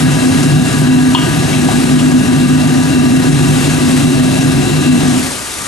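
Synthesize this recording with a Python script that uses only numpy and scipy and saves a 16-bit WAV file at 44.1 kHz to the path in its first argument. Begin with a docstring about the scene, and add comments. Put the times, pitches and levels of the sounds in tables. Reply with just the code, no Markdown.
"""A tiled kitchen, close to a wok: a forced-air gas burner roars beneath sizzling food before a microphone pair.
The flame is shaped noise with resonances that throb in its chamber; its jets whistle as narrow bands of noise.
Both die when the gas is shut near the end. Frying is flickering hiss with pops, over an extractor's dull air.
A ladle knocks the steel, whose modes ring and echo. The right side hears most pitches late and softer,
and a fast limiter ducks everything under the loudest throbs."""
import sys
import numpy as np
from scipy import signal
from scipy.fft import rfft, irfft, next_fast_len
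from scipy.io import wavfile
from scipy.ndimage import uniform_filter1d

SR = 44100
rng = np.random.default_rng(int(sys.argv[2]) if len(sys.argv) > 2 else 0)


def dump(signal):
    """Clip the signal to [-1, 1] and save it as 16-bit WAV at the path in sys.argv[1]."""
    limited = np.clip(np.atleast_2d(signal).T, -1, 1)
    pcm = np.round(limited * 32767).astype(np.int16)
    wavfile.write(sys.argv[1], SR, pcm)


N = 250047  # length in samples

SHUT_S = 5.143  # the gas is shut
ROAR_DB, ROAR_FADE = -23, 89  # base level of the roar in dB, its fade after the shut in dB a second
GUST_DB, GUSTS_PER_S = 0.57, 9.  # random gusting: rms in dB, fastest rate in Hz
# Spectrum of the broad roar. Each row: frequency in Hz, relative density in dB per Hz.
ROAR_SPECTRUM = [(15, -59), (25, -23.5), (102, -11.5), (141, -2.5), (213, -4.5), (253, -5), (305, -8),
                 (437, -17), (743, -22.5), (838, -27.5), (1200, -37.5), (1350, -38), (1500, -32),
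                 (1950, -49), (3300, -120)]
# Smaller chamber modes. Each row: frequency in Hz, width in Hz, level against the base level in dB.
CHAMBER_MODES = [(100.75, 29, -5.5), (124.4, 22, -7), (280.4, 14, 0.5), (320, 39, -4), (362.9, 36, -4),
                 (645.3, 41, -11.5), (748, 68, -9)]
# The two strong chamber modes, lower first. Each row: frequency in Hz, width in Hz, steadiness from 0 to 1.
THROB_MODES = [(148.7, 18, 0.33), (253.3, 10.4, 0.5)]
# Ever faster decay of the lower and upper throb after the shut, in dB a second squared.
THROB_FADES = [700., 380.]
# How strongly the flame drives the lower mode. Each row: time in seconds, level in dB.
LOWER_DRIVE = [(0, -20), (.07, -11.5), (.27, -23), (.54, -10), (.67, -18.5), (.84, -15), (1.0, -18),
               (1.5, -20), (1.77, -22), (1.9, -17), (2.76, -16.5), (3.13, -21), (3.27, -16), (3.47, -12),
               (3.6, -17), (4.1, -18.5), (4.6, -16.5), (5.15, -21)]
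# How strongly the flame drives the upper mode. Each row: time in seconds, level in dB.
UPPER_DRIVE = [(0.04, -9.5), (.15, -26), (.27, -8.5), (.54, -17), (.63, -11.5), (.68, -20.5), (.9, -9.5),
               (1.2, -16), (1.42, -26), (1.55, -13.5), (2.05, -10.5), (2.65, -11), (2.79, -16.5),
               (2.93, -11.5), (3.15, -9), (3.27, -17), (3.66, -17), (3.9, -10.5), (4.1, -12.5), (4.79, -20),
               (4.88, -8), (4.97, -10), (5.02, -24), (5.09, -10.5), (5.19, -17.5)]


def flame():
    """Combustion noise: turbulent burning is broadband and excites the acoustic modes of its chamber."""
    t = np.arange(N) / SR
    since_shut = np.maximum(t - SHUT_S, 0)
    roar_db = ROAR_DB + GUST_DB * drift(GUSTS_PER_S) - ROAR_FADE * since_shut
    broad = gain_of(4.0) * evened(hiss(ROAR_SPECTRUM, 1.3, 0.099, size=4096))
    small_modes = sum(gain_of(db) * fuzzy_tone(hz, width) for hz, width, db in CHAMBER_MODES)
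    burning = gain_of(roar_db) * (broad + small_modes)
    for drive, fade, mode in zip((LOWER_DRIVE, UPPER_DRIVE), THROB_FADES, THROB_MODES):
        throb_db = follow(drive, t)[0] - fade * since_shut ** 2
        burning = burning + gain_of(throb_db) * fuzzy_tone(*mode)
    return burning


JET_LEAD_S, JET_FADE = 0.17, 44  # the whistles fade from this long before the shut, in dB a second
WAVER_DB, WAVERS_PER_S = 1, 12.  # random wavering: rms in dB, fastest rate in Hz
# Resonances of the burner ring. Each row: frequency in Hz, width in Hz, relative level in dB.
WHISTLE_MODES = [(976, 16, -6), (1206, 68, -7), (1516, 70, -5), (1657, 45, -1.5), (1896, 73, -8),
                 (2723, 91, 0), (3840, 115, -5.5), (4043, 87, -7.5)]
# Loudness of the whistles. Each row: time in seconds, level in dB below 2300 Hz, level in dB above it.
WHISTLE_LEVELS = [(0, -29.5, -32), (.5, -31.5, -34.5), (.9, -30.5, -33), (1.2, -29.5, -34.5),
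                  (1.6, -31, -33), (2.2, -33, -35), (3.4, -29.5, -32.5), (4.1, -35.5, -33),
                  (4.9, -33, -30.5), (5.2, -26, -35)]


def jets():
    """Jet noise coupled to resonators: gas leaving the nozzles whistles loosely at the modes of the burner ring."""
    t = np.arange(N) / SR
    fade_db = JET_FADE * np.maximum(t - SHUT_S + JET_LEAD_S, 0)
    lower_db, upper_db = (level_db + WAVER_DB * drift(WAVERS_PER_S) - fade_db
                          for level_db in follow(WHISTLE_LEVELS, t))
    return sum(gain_of(db + (upper_db if hz > 2300 else lower_db)) * fuzzy_tone(hz, width, 0.21)
               for hz, width, db in WHISTLE_MODES)


# Tilt of the hiss below about 4600 Hz, with the flame on and off, in dB; time of the change-over in seconds.
TILT_DB, TILT_OFF_DB, TILT_FALL_S = 3.5, 0, 0.12
# Loudness of the frying. Each row: time in seconds, level before the pops in dB.
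SIZZLE_LEVELS = [(0, -21.5), (.08, -24.5), (.16, -23), (.4, -21.5), (.6, -25.5), (.68, -23), (.9, -26.5),
                 (1.1, -24.5), (1.44, -23.5), (1.9, -23), (2.05, -24.5), (2.7, -26), (2.79, -24),
                 (2.98, -26.5), (3.7, -20.5), (3.78, -24), (3.98, -20), (4.08, -24), (4.9, -24),
                 (5.27, -21), (5.42, -23.5), (5.67, -23)]
# Spectrum of the frying before the tilt. Each row: frequency in Hz, relative density in dB per Hz.
FIZZ_SPECTRUM = [(100, -43), (300, 0), (500, 3), (1000, -0.5), (2000, -1.5), (3200, -3), (4900, -4),
                 (6200, -2), (8800, -1.5), (10000, -4.5), (11300, -7), (12000, -11.5), (12500, -18),
                 (13500, -19)]


def sizzle():
    """Superposition of random impulses: dense steam bubbles merge into hiss, scattered sharper pops swell it."""
    level_db = follow(SIZZLE_LEVELS, np.arange(N) / SR)[0]
    frame_s = np.arange(4 * N // 512 + 5) * 128 / SR  # frame times of the default hiss
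    flame_off = np.clip((frame_s - SHUT_S) / TILT_FALL_S, 0, 1)
    tilt_db = TILT_DB + (TILT_OFF_DB - TILT_DB) * flame_off
    bed = evened(hiss(FIZZ_SPECTRUM, 0.86, 0.37, tilt_db))
    pop_happens = rng.random(N) < 300 / SR  # about 300 a second
    pops = gain_of(3.2 * np.minimum(rng.exponential(1, N), 5)) * pop_happens
    glow = signal.lfilter([1.], [1, -np.exp(-1 / (0.0038 * SR))], pops)  # each decays over 3.8 ms
    return gain_of(level_db) * bed * (1 + 0.09 * glow / glow.mean())


# Ladle contacts. Each row: start in seconds, strike level in dB, drive of the low modes against the high in dB,
# best-driven low frequency in Hz, best-driven high frequency in Hz, scrape decay in seconds, ring time as a factor.
KNOCKS = [(1.148, -19.5, 5, 960, 3000, .0015, .75), (1.176, -25, -6, 1100, 2850, .004, 1),
          (1.215, -28, -2, 1220, 2950, .005, 1), (1.529, -16.5, -4, 1800, 2400, .007, .35),
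          (1.568, -21, -5, 1700, 2500, .006, .3), (1.686, -44, 22, 740, 2700, .001, .5),
          (1.985, -18, 0, 1200, 2750, .013, .28)]
# Modes of the steel. Each row: frequency in Hz, relative level in dB, 60 dB decay in seconds before the ring factor.
STEEL_MODES = [(760, 3, .09), (950, 3, .08), (1040, 1, .12), (1222, 0, .3), (1500, -1, .08), (1950, 0, .08),
               (2270, -1, .09), (2400, -2, .09), (2580, 0, .12), (2770, -1, .1), (2885, 1, .17),
               (2955, -3, .17), (3050, 2, .08), (3200, 1, .12), (3300, 1, .08), (3440, 1, .1),
               (3620, 1, .07), (4250, 6, .07)]


def ladle():
    """Modal excitation: a blow and a gritty scrape drive the steel near favoured pitches; the walls smear an echo."""
    out = np.zeros(N + SR)
    t = np.arange(SR // 4)[:, None] / SR
    hz, mode_db, t60 = np.transpose(STEEL_MODES)
    turns = .5 * rng.random(len(STEEL_MODES))  # starting phases in cycles
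    grits = rng.standard_normal((len(KNOCKS), len(t)))
    for (s, strike_db, low_db, low_hz, high_hz, scrape, ring), grit in zip(KNOCKS, grits):
        low_drive_db = low_db - 70. * np.log2(hz / low_hz) ** 2
        high_drive_db = -35. * np.log2(hz / high_hz) ** 2
        drive_db = np.maximum(low_drive_db, high_drive_db)
        decay_db = 60 * t / (ring * t60)
        modes = (gain_of(mode_db + drive_db - decay_db) * np.sin(2 * np.pi * (hz * t + turns))).sum(1)
        modes = modes * np.minimum(t[:, 0] / 0.0012, 1)  # contact time
        contact = grit * np.exp(-t[:, 0] / max(scrape, .001))
        contact = contact / np.linalg.norm(contact)
        contact[0] += 0.003 / max(scrape, .001)  # the blow itself: the shorter the scrape, the cleaner
        out[round(s * SR):][:2 * len(t) - 1] += gain_of(strike_db) * signal.fftconvolve(modes, contact)
    walls = rng.standard_normal(len(t)) * gain_of(-60 * t[:, 0] / 0.35)  # falls 60 dB in 0.35 s
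    echo = signal.fftconvolve(out, walls / np.linalg.norm(walls))[:N]
    return np.array([out[:N] + gain_of(-11.) * echo, gain_of(-5.0) * echo])  # direct, diffuse


RUMBLE_DB = -32  # level of the extractor's air
# Spectrum of the moving air. Each row: frequency in Hz, relative density in dB per Hz.
AIR_SPECTRUM = [(15, -35), (25, -21), (75, 1), (150, -5), (400, -5.5), (550, -20.5), (800, -20),
                (1500, -10.5), (2500, -36), (4000, -35)]
# The blade tone, one row: frequency in Hz, width in Hz, level in dB.
BLADE_TONE = (1187, 19, -38.5)


def extractor():
    """Fan noise: turbulence gives the hood a dull rush of air, the passing blades a thin tone."""
    hz, width, db = BLADE_TONE
    air = gain_of(RUMBLE_DB) * evened(hiss(AIR_SPECTRUM, 0.73, 0.13, size=4096))
    return air + gain_of(db) * fuzzy_tone(hz, width, 0.2)


def fuzzy_tone(hz, width, steadiness=0.):
    """Narrowband noise: a resonance fed at random, direct and diffuse; a self-driven mode evens out its swing."""
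    r = np.exp(-np.pi * width / SR)
    noise = rng.standard_normal((2, N)) + 1j * rng.standard_normal((2, N))
    swing = signal.lfilter([1 - r], [1, -r], noise)
    swing = signal.lfilter([1 - r * r], [1, -r * r], swing)
    swing = swing / (abs(swing) + 1e-9) ** np.clip(steadiness, 0, 1)
    carrier = np.exp(2j * np.pi * hz * np.arange(N) / SR)
    return evened((swing * carrier).real)


def hiss(points, patchy_db, flicker_db, tilt_db=0., size=512):
    """Random short-time spectra, direct and diffuse, with drifting patches and a flicker shared by all bins."""
    frames, hz = 4 * N // size + 5, np.fft.rfftfreq(size, 1 / SR)
    a, b, c, d, patches = rng.standard_normal((frames, len(hz), 5)).T
    patches = uniform_filter1d(patches, size=7, axis=0)  # across frequency
    patches = evened(uniform_filter1d(patches, size=20, axis=1))  # across time
    flicker = evened(uniform_filter1d(rng.standard_normal(frames), size=5))
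    lows = 1 / (1 + (hz[:, None] / 4600.0) ** 4)
    spectrum_db = read(points, hz)
    field_db = spectrum_db[:, None] + patchy_db * patches + flicker_db * flicker + tilt_db * lows
    z = np.array([a + 1j * b, c + 1j * d]) * gain_of(field_db)
    level = np.sqrt(np.mean(gain_of(spectrum_db) ** 2) * 8 / 3 * size)
    return signal.istft(z, nperseg=size, noverlap=size * 3 // 4)[1][:, :N] / level


def drift(per_s):
    """Slow random modulation of rms 1: superposed sines of random phase, from 0.5 Hz up to a rate."""
    t = np.arange(0, N + 64, 64) / SR
    rates = np.geomspace(.5, per_s, num=30)[:, None]
    sines = np.sin(2 * np.pi * (rates * t + rng.random(rates.shape)))
    wave = (sines / rates ** 0.083).sum(0)
    return np.interp(np.arange(N) / SR, t, evened(wave))


def gain_of(db):
    """Logarithmic level: decibels to amplitude."""
    return 10 ** (np.asarray(db) / 20)


def evened(x):
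    """Power normalisation: scales to rms 1."""
    return x / np.sqrt(np.mean(x ** 2) + 1e-20)


def read(points, hz):
    """Logarithmic pitch: a spectrum table read on a log-frequency axis."""
    f, value = np.transpose(points)
    return np.interp(np.log(hz + 1), np.log(f + 1), value)


def follow(rows, t):
    """Linear interpolation: the columns of a curve table at times t."""
    s, *columns = np.transpose(rows)
    return [np.interp(t, s, c) for c in columns]


# Coherence of the pair. Each row: frequency in Hz, left-right likeness from 0 to 1.
LIKENESS = [(25, .3), (45, .6), (80, .94), (150, .985), (300, .98), (600, .88), (1200, .85), (2500, .7),
            (5000, .68), (7000, .84), (9000, .94), (10500, .995), (12000, .9995)]
# Phase difference of the pair. Each row: frequency in Hz, lead of the left in radians.
LEFT_LEAD = [(25, 1.3), (70, 0.2), (150, 0.95), (280, 1.2), (600, 1.71), (1300, 1.37), (2800, 1.01),
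             (4400, 0.19), (7000, 0.45), (10500, 0.12)]
# Level difference of the pair. Each row: frequency in Hz, left minus right in dB.
LEFT_LOUDER = [(25, -16), (60, 0.5), (300, 0.3), (680, 1.5), (1240, 3), (2280, 4.5), (4180, 6.5), (6000, 2),
               (8000, 1), (10500, 0)]


def microphones(direct, diffuse):
    """Interaural-style phase, level and coherence: the right port lags and blends in unrelated diffuse sound."""
    size = next_fast_len(N)
    hz = np.fft.rfftfreq(size, 1 / SR)
    same = np.clip(read(LIKENESS, hz), 0, 1)
    half_gain = gain_of(read(LEFT_LOUDER, hz) / 2)  # each side takes half of the difference
    half_turn = np.exp(.5j * read(LEFT_LEAD, hz))
    left = rfft(direct, size)
    right = same * left + np.sqrt(1 - same ** 2) * rfft(diffuse, size)
    pair = np.array([left * half_turn * half_gain, right / half_turn / half_gain])
    return irfft(pair, size)[:, :N]


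def scene():
    """Linear superposition: all sources add up and reach the microphone pair."""
    direct, diffuse = flame() + jets() + sizzle() + ladle() + extractor()
    return microphones(direct, diffuse)


EDGE_HZ = 13000  # upper band limit


def record(dry):
    """Dynamic compression: a linked limiter ducks fast on peaks and recovers steadily; clipping; band limit."""
    loud = dry * gain_of(2.0)
    peak_db = 20 * np.log10(abs(loud).max(0) + 1e-6)
    fall = np.arange(N) * 260.0 / SR  # recovery at 260 dB a second
    held_db = np.maximum.accumulate(peak_db + fall) - fall
    over_db = np.maximum(held_db + 3.0, 0)  # threshold -3 dB
    r = np.exp(-1 / (0.0015 * SR))  # lag of 1.5 ms
    duck_db = 0.63 * signal.lfilter([1 - r], [1, -r], over_db)
    clipped = np.clip(loud / gain_of(duck_db), -.97, .97)
    low_pass = signal.firwin(511, EDGE_HZ, window=("kaiser", 9), fs=SR)
    return signal.oaconvolve(clipped, low_pass[None], "same")


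dry = scene()
out = record(dry)
dump(out)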